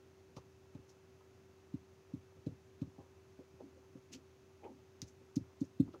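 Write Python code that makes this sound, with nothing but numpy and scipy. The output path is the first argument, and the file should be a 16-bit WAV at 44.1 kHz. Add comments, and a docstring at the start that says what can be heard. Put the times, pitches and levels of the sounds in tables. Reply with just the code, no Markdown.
"""Glue stick on a paper cutout

A glue stick is dabbed and dragged over paper on a wooden board, in a quiet, dead room.
Each push thumps the board through its resonances, with a brief bright tick. Tacky glue snaps in noise bursts.
The stick rubs dully and the paper scuffs: both are trains of tiny slips, filtered and swelled.
A fan hums faintly over a rush of air, and a small microphone adds hiss and weak treble images."""
import sys
import numpy as np
from scipy import signal
from scipy.fft import rfft, irfft, next_fast_len
from scipy.io import wavfile
from scipy.ndimage import map_coordinates

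SR = 44100
rng = np.random.default_rng(int(sys.argv[2]) if len(sys.argv) > 2 else 0)


def store_pcm(level_fs):
    """Save levels as 16-bit WAV."""
    pcm = np.round(np.clip(level_fs, -1, 1) * 32767).astype(np.int16)
    wavfile.write(sys.argv[1], SR, np.atleast_2d(pcm).T)


N = 264582  # length of the scene in samples

# The stick lands on or presses the board, or the board springs back. Each row: start in seconds,
# relative push in dB, corner of the soft contact in Hz, skid level in dB, relative settling push in dB.
CONTACTS = [(0.365, 29.5, 48.4, -64, 9), (0.748, 17.5, 86, -58, 19.5), (1.7378, 16, 167, -69, 0),
            (2.1346, 13, 184, -68, 18.5), (2.364, 10, 65, -67, 0), (2.4635, 22.5, 123, -44.5, 22.5),
            (2.8149, 23.5, 118, -53, 22), (2.983, 7, 114, -62, 11), (3.388, -10.5, 387, -55.5, -2),
            (3.535, 3.5, 90, -74, 0), (3.951, -1.5, 225, -58.5, 16.5), (5.0217, 30, 54, -68, 3),
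            (5.3647, 18.5, 245, -53.5, 28), (5.612, 11, 430, -53, 2), (5.797, 24, 258, -47, 28),
            (5.937, -23, 300, -48.5, 3)]
# How the board rings. Each row: frequency in Hz, width in Hz, relative level in dB.
BOARD_MODES = [(121.5, 100, 1), (249, 55.7, 16), (294, 57.3, 16.5), (316, 174, -0.5), (794, 180, -39),
               (87, 20.4, 1)]
# How stick and paper ring under friction. Each row: frequency in Hz, width in Hz, relative level in dB.
FRICTION_MODES = [(245.5, 20, -0.5), (367, 34, 6.5), (528, 66, 3.5), (907, 230, -0.5), (1362, 130, -2.5)]
# The tone colour of dry paper. Each row: frequency in Hz, relative level in dB.
PAPER_COLOUR = [(500, -17), (2500, 2), (4000, -0.5), (6400, 6), (7300, -2), (8200, -11), (11000, -35)]


def amp(db):
    """Turn decibels into a gain."""
    return 10 ** (np.asarray(db) / 20)


def unit(x):
    """Scale a sound to rms 1."""
    return x / np.sqrt(np.mean(x ** 2) + 1e-20)


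def along(points, hz):
    """Read a curve of (Hz, value) points on a logarithmic frequency axis."""
    point_hz, values = np.transpose(points)
    return np.interp(np.log(hz + 1), np.log(point_hz + 1), values)


def wobble(rate):
    """Draw a smooth random curve with rate knots a second."""
    knots = rng.standard_normal(int(N * rate / SR) + 4)
    return map_coordinates(knots, [np.arange(N) * rate / SR])


def filtered(x, response):
    """Filter a sound by a complex response, given as a function of frequency."""
    size = next_fast_len(len(x) + SR // 4)  # spare room for ringing
    spectrum = rfft(x, size) * response(np.fft.rfftfreq(size, 1 / SR))
    return irfft(spectrum, size)[:len(x)]


def resonances(modes, f):
    """Add up ringing modes of (Hz, width in Hz, dB), with alternating signs."""
    total = 0
    for k, (centre, width, db) in enumerate(modes):
        mode = 1j * f * width / (centre * centre - f * f + 1j * f * width)
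        total = total + (-1) ** k * amp(db) * mode
    return total


def add(track, s, sound):
    """Mix a sound into the track from time s in seconds."""
    start = round(s * SR)
    part = track[start:start + len(sound)]
    part += sound[:len(part)]


def slips(count, rate, spread_db):
    """Make tiny stick-slip impulses at random times, about rate a second, of uneven size."""
    happens = rng.random(count) < rate / SR
    sign = rng.choice([-1, 1], count)
    return happens * sign * amp(spread_db * rng.standard_normal(count))


def stroke(track, s, rise, fall, db, texture):
    """Lay a friction texture under a swell that peaks at time s."""
    lead = 1 / 10  # seconds before the peak
    t = np.arange(len(texture)) / SR - lead
    swell = np.exp(-np.where(t < 0, (t / rise) ** 2, np.abs(t / fall) ** 1.13))
    sound = texture * swell
    level = amp(db) * np.linalg.norm(swell) / (np.linalg.norm(sound) + 1e-12)
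    add(track, s - lead, level * sound)


def hum_line(hz, db, wander_hz):
    """Make a sine tone whose pitch wanders a little."""
    phase = 2 * np.pi * np.cumsum(hz + wander_hz * wobble(20)) / SR
    return amp(db) * unit(np.sin(phase))


def fan():
    """A steady blade tone and weaker hum lines sound over an even rush of air."""
    # The rush of air. Each row: frequency in Hz, relative level in dB.
    air_colour = [(25, -22), (50, -14.5), (85, 3), (130, 1), (200, -3.5), (330, -4), (500, -8.5),
                  (800, -12.5), (1500, -16.5), (3000, -23.5), (8000, -36.5)]
    # The weaker hum lines. Each row: frequency in Hz, rms level in dB, pitch wander in Hz.
    hum_lines = [(86.6, -71, 3), (116.3, -81.5, 1.5), (628, -92, 3.2), (2630, -91, 18)]
    air = filtered(rng.standard_normal(N), lambda f: amp(along(air_colour, f)))
    blades = hum_line(382.2, db=-66.5, wander_hz=1 / 2)
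    return amp(-67.0) * unit(air) + blades + sum(hum_line(*row) for row in hum_lines)


def fidgets():
    """The hand keeps nudging the board with faint, irregular creaks."""
    nudges = slips(N, rate=14, spread_db=5.0)
    creaks = slips(N, rate=60, spread_db=4.0) * amp(1.7 * wobble(5.9))
    low = filtered(nudges, lambda f: resonances(BOARD_MODES, f) / (1 + 1j * f / 70) ** 2)
    creaky = filtered(creaks, lambda f: resonances(FRICTION_MODES, f))
    return amp(-81.5) * unit(low) + amp(-82.0) * unit(creaky)


def slides():
    """Pushes skid; drags slide, bite and groan; grazes brush by: (s, rise s, fall s, dB, chatter Hz)."""
    # The stick is dragged under pressure. Each row: peak of the slide and start of the groan in seconds,
    # slide length in seconds, slide level in dB, chatter in Hz, groan length in seconds, groan level in dB.
    stick_drags = [(3.0, 0.039, -57, 870, 0.022, -79), (3.61, .028, -53, 810, .085, -55),
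                   (4.116, .04, -72, 690, 0.069, -53.5), (4.655, 0.058, -49.5, 845, .13, -58.5),
                   (5.883, 0.016, -62, 1270, 0.0224, -48.5)]
    # The tip grazes the paper in passing. Each row: peak in seconds, level in dB, chatter in Hz.
    tip_grazes = [(.208, -67, 624), (.3, -69, 750), (.373, -52, 1200), (.753, -65, 1010), (1.21, -69, 1260),
                  (2.1, -63, 543), (2.372, -67, 483), (2.829, -66, 1120), (3.396, -64, 760),
                  (3.768, -60.5, 556), (4.153, -59, 540), (4.183, -59, 363), (5.217, -61, 516),
                  (5.945, -55, 1350)]
    rise_share = 0.4  # part of a slide spent speeding up
    bite_db, bite_s, bite_hz = -3.5, 0.0086, 577  # level against the slide, rise and fall time, chatter
    # the groan's pitch, then its peak, rise and fall as shares of its length
    groan_hz, groan_peak, groan_rise, groan_fall = 269.5, 0.45, 0.45, 0.5

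    for s, _, _, skid_db, _ in CONTACTS:
        yield s + 0.00602, 0.0022, 0.017, skid_db, 528  # a short skid follows each push
    for s, length, db, chatter_hz, groan_s, groan_db in stick_drags:
        yield s, rise_share * length, (1 - rise_share) * length, db, chatter_hz
        # the wax bites at the height of the slide
        yield s, bite_s, bite_s, db + bite_db, bite_hz
        # the slowing stick groans
        yield s + groan_peak * groan_s, groan_rise * groan_s, groan_fall * groan_s, groan_db, groan_hz
    for s, db, chatter_hz in tip_grazes:
        yield s, 0.006, 0.015, db, chatter_hz


def rubs():
    """The waxy stick slips in small jerks and chatters; little sounds above the chatter."""
    out = np.zeros(N)
    for s, rise, fall, db, chatter_hz in slides():
        jerks = slips(SR // 3, rate=640, spread_db=2.5)
        chatter = [(chatter_hz, chatter_hz / 10, 3)]

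        def colour(f):
            ringing = np.hypot(abs(resonances(FRICTION_MODES, f)), abs(resonances(chatter, f)))
            return ringing / np.hypot(1, (f / (0.97 * chatter_hz)) ** 5)

        stroke(out, s, rise, fall, db, filtered(jerks, colour))
    return out


def pushes():
    """A rebound and a settling push follow each push: (s, relative push dB, corner Hz) for each."""
    rebound_s, rebound_db, rebound_grows = 0.026, -31.5, 1.58  # delay, base level, dB per dB of push
    settle_s, settle_s_per_push, settle_hz = 0.0186, 0.0026, 54
    for s, db, corner_hz, _, settle_db in CONTACTS:
        yield s, db, corner_hz
        yield s + rebound_s, rebound_db + rebound_grows * db, corner_hz
        # the settling push comes later after a harder push
        yield s + settle_s + settle_s_per_push * amp(db), settle_db, settle_hz


def thumps():
    """Soft pushes ring the board; a firmer contact reaches its higher modes."""
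    force, t = np.zeros(N), np.arange(SR // 20) / SR
    for s, db, corner_hz in pushes():
        u = 2 * np.pi * corner_hz * t
        push = u ** 2 * np.exp(-u)
        add(force, s, amp(db) * push / push.sum())

    def radiation(f, edge_hz=72):  # a small board radiates little bass
        return f * f / (f * f - edge_hz ** 2 - 1j * f * edge_hz)

    def echo(f):  # a near surface returns the thump 6.58 ms later
        return 1 + 0.44 * np.exp(-2j * np.pi * f * 0.00658)

    return amp(-2.0) * filtered(force, lambda f: resonances(BOARD_MODES, f) * radiation(f) * echo(f))


def contact_ticks():
    """Each push carries a brief bright tick over a dry scratch, stronger with the push."""
    # The tone of the tick. Each row: multiple of its main frequency, width in Hz, relative level in dB.
    tick_modes = [(.6, 393, -13), (1, 257, -8), (1.55, 895, -22)]
    tick_hz, tick_db = 3950, -89  # main frequency; level relative to the push
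    out, t = np.zeros(N), np.arange(SR // 10) / SR
    fade = amp(-60 * t / .08)  # falls 60 dB in 0.08 s
    modes = [(multiple * tick_hz, width, level) for multiple, width, level in tick_modes]

    def scratch_colour(f):
        return amp(along(PAPER_COLOUR, f)) / np.hypot(1, f / 3000)

    for s, push_db, *_ in CONTACTS:
        tick = unit(filtered(rng.standard_normal(len(t)), lambda f: resonances(modes, f)))
        scratch = unit(filtered(rng.standard_normal(len(t)), scratch_colour))
        add(out, s, amp(push_db + tick_db) * fade * unit(tick + scratch))
    return out


def threads(count=3):
    """Each peel breaks a few glue threads in quick succession: (s, relative dB, lower edge Hz) for each."""
    # Tacky glue lets go. Each row: start in seconds, relative level of the first snap in dB,
    # change per thread in dB, lower edge in Hz.
    glue_peels = [(0.3675, -43, -6, 3000), (0.895, -52, 4, 7000), (5.018, -23.5, -11.5, 3280),
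                  (5.3585, -30.5, 2, 5400), (5.6082, -40, -3, 5000)]
    gap_s = 0.0036
    for s, db, step_db, edge_hz in glue_peels:
        for k in range(count):
            yield s + k * gap_s, db + k * step_db, edge_hz


def glue_snaps():
    """Each snap is a sharp crack of noise along with a longer, but still short, flutter of the paper."""
    # The tone colour of tacky glue. Each row: frequency in Hz, relative level in dB.
    tack_colour = [(500, -35), (2000, -9), (3500, -7.5), (4900, 1), (6300, 1), (7200, -9.5), (8300, -20),
                   (11000, -32)]
    out, t = np.zeros(N), np.arange(SR // 12) / SR
    for s, db, edge_hz in threads():
        # each noise falls 60 dB in the seconds given
        crack = rng.standard_normal(len(t)) * amp(-60 * t / .004)
        flutter = rng.standard_normal(len(t)) * amp(-60 * t / 0.092)
        burst = crack / np.linalg.norm(crack) + amp(-7.0) * flutter / np.linalg.norm(flutter)
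        thin = signal.butter(2, np.clip(edge_hz, 100, SR / 3), "highpass", fs=SR)
        add(out, s, amp(db + 10) * signal.lfilter(*thin, burst))
    return filtered(out, lambda f: amp(along(tack_colour, f)))


def scuffs():
    """Paper fibres catch on each other in a dense, bright crackle."""
    # Dry paper slides. Each row: peak in seconds, level in dB, lower edge in Hz, upper edge in Hz.
    paper_slides = [(0.374, -66, 2800, 6900), (0.898, -69, 3800, 10000), (4.138, -52, 1910, 10000),
                    (4.647, -66, 2600, 2380), (5.083, -66, 5900, 9000), (5.615, -71, 4460, 8960),
                    (5.649, -71, 5500, 9100), (5.938, -71.5, 2000, 5030)]
    out = np.zeros(N)
    for s, db, low_hz, high_hz in paper_slides:
        fibres = slips(SR // 3, rate=4500, spread_db=1.5)

        def colour(f):
            band = 1 / np.hypot(1, (low_hz / (f + 1)) ** 3 + (f / high_hz) ** 6)
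            return amp(along(PAPER_COLOUR, f)) * band

        stroke(out, s, 0.012, 0.016, db, filtered(fibres, colour))
    return out


def room(x, count=13):
    """The room answers with a short tail of fading noise, made in overlapping stretches that crossfade."""
    # How long the room rings. Each row: frequency in Hz, time to fall 60 dB in seconds.
    decay_times = [(100, 0.43), (300, 0.061), (1000, 0.16), (6000, 0.055), (15000, 0.032)]
    out, hop = np.zeros(N), N // (count - 1)
    for centre in np.arange(count) * hop:
        span = np.arange(max(centre - hop, 0), min(centre + hop, N))
        hz, t, z = signal.stft(rng.standard_normal(SR // 3), SR, nperseg=256)
        fade = amp(-60 * t / along(decay_times, hz)[:, None])
        tail = signal.istft(z * fade, SR, nperseg=256)[1]
        part = x[span] * (1 - abs(span - centre) / hop)
        add(out, span[0] / SR + 0.013, signal.fftconvolve(part, tail / np.linalg.norm(tail)))
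    return out


def scene():
    """Mix the handwork, the room's answer and the fan."""
    knocks = thumps()
    friction = rubs() + scuffs() + glue_snaps() + contact_ticks()
    answer = room(amp(-22.0) * knocks + amp(-26.5) * friction)
    return (knocks + friction + fidgets() + answer + fan())[None]


def record(dry):
    """The microphone hisses, sheds deep bass and is resampled crudely, with a faint buzz on each thump."""
    # The tone colour of the hiss. Each row: frequency in Hz, relative level in dB.
    hiss_colour = [(880, -23), (1500, -29), (2000, -4.5), (2550, -2.5), (3100, -6), (4100, -5), (5300, -3),
                   (6300, 0), (7000, -4.5), (7800, -12.5), (11000, -24), (15700, -26)]
    mic_rate, top_hz = 48000, 15780  # samples a second; nothing sounds from top_hz up
    hiss = amp(-80.0) * unit(filtered(rng.standard_normal(N), lambda f: amp(along(hiss_colour, f))))
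    sound = signal.lfilter(*signal.butter(2, 46, "highpass", fs=SR), dry[0]) + hiss
    # samples are dropped rather than interpolated, so every sound leaves weak images in the treble
    picked = np.floor(np.arange(N) * mic_rate / SR) * SR / mic_rate
    resampled = map_coordinates(sound, [picked])
    return filtered(resampled, lambda f: 1.0 * (f < top_hz))[None]


dry = scene()
out = record(dry)
store_pcm(out)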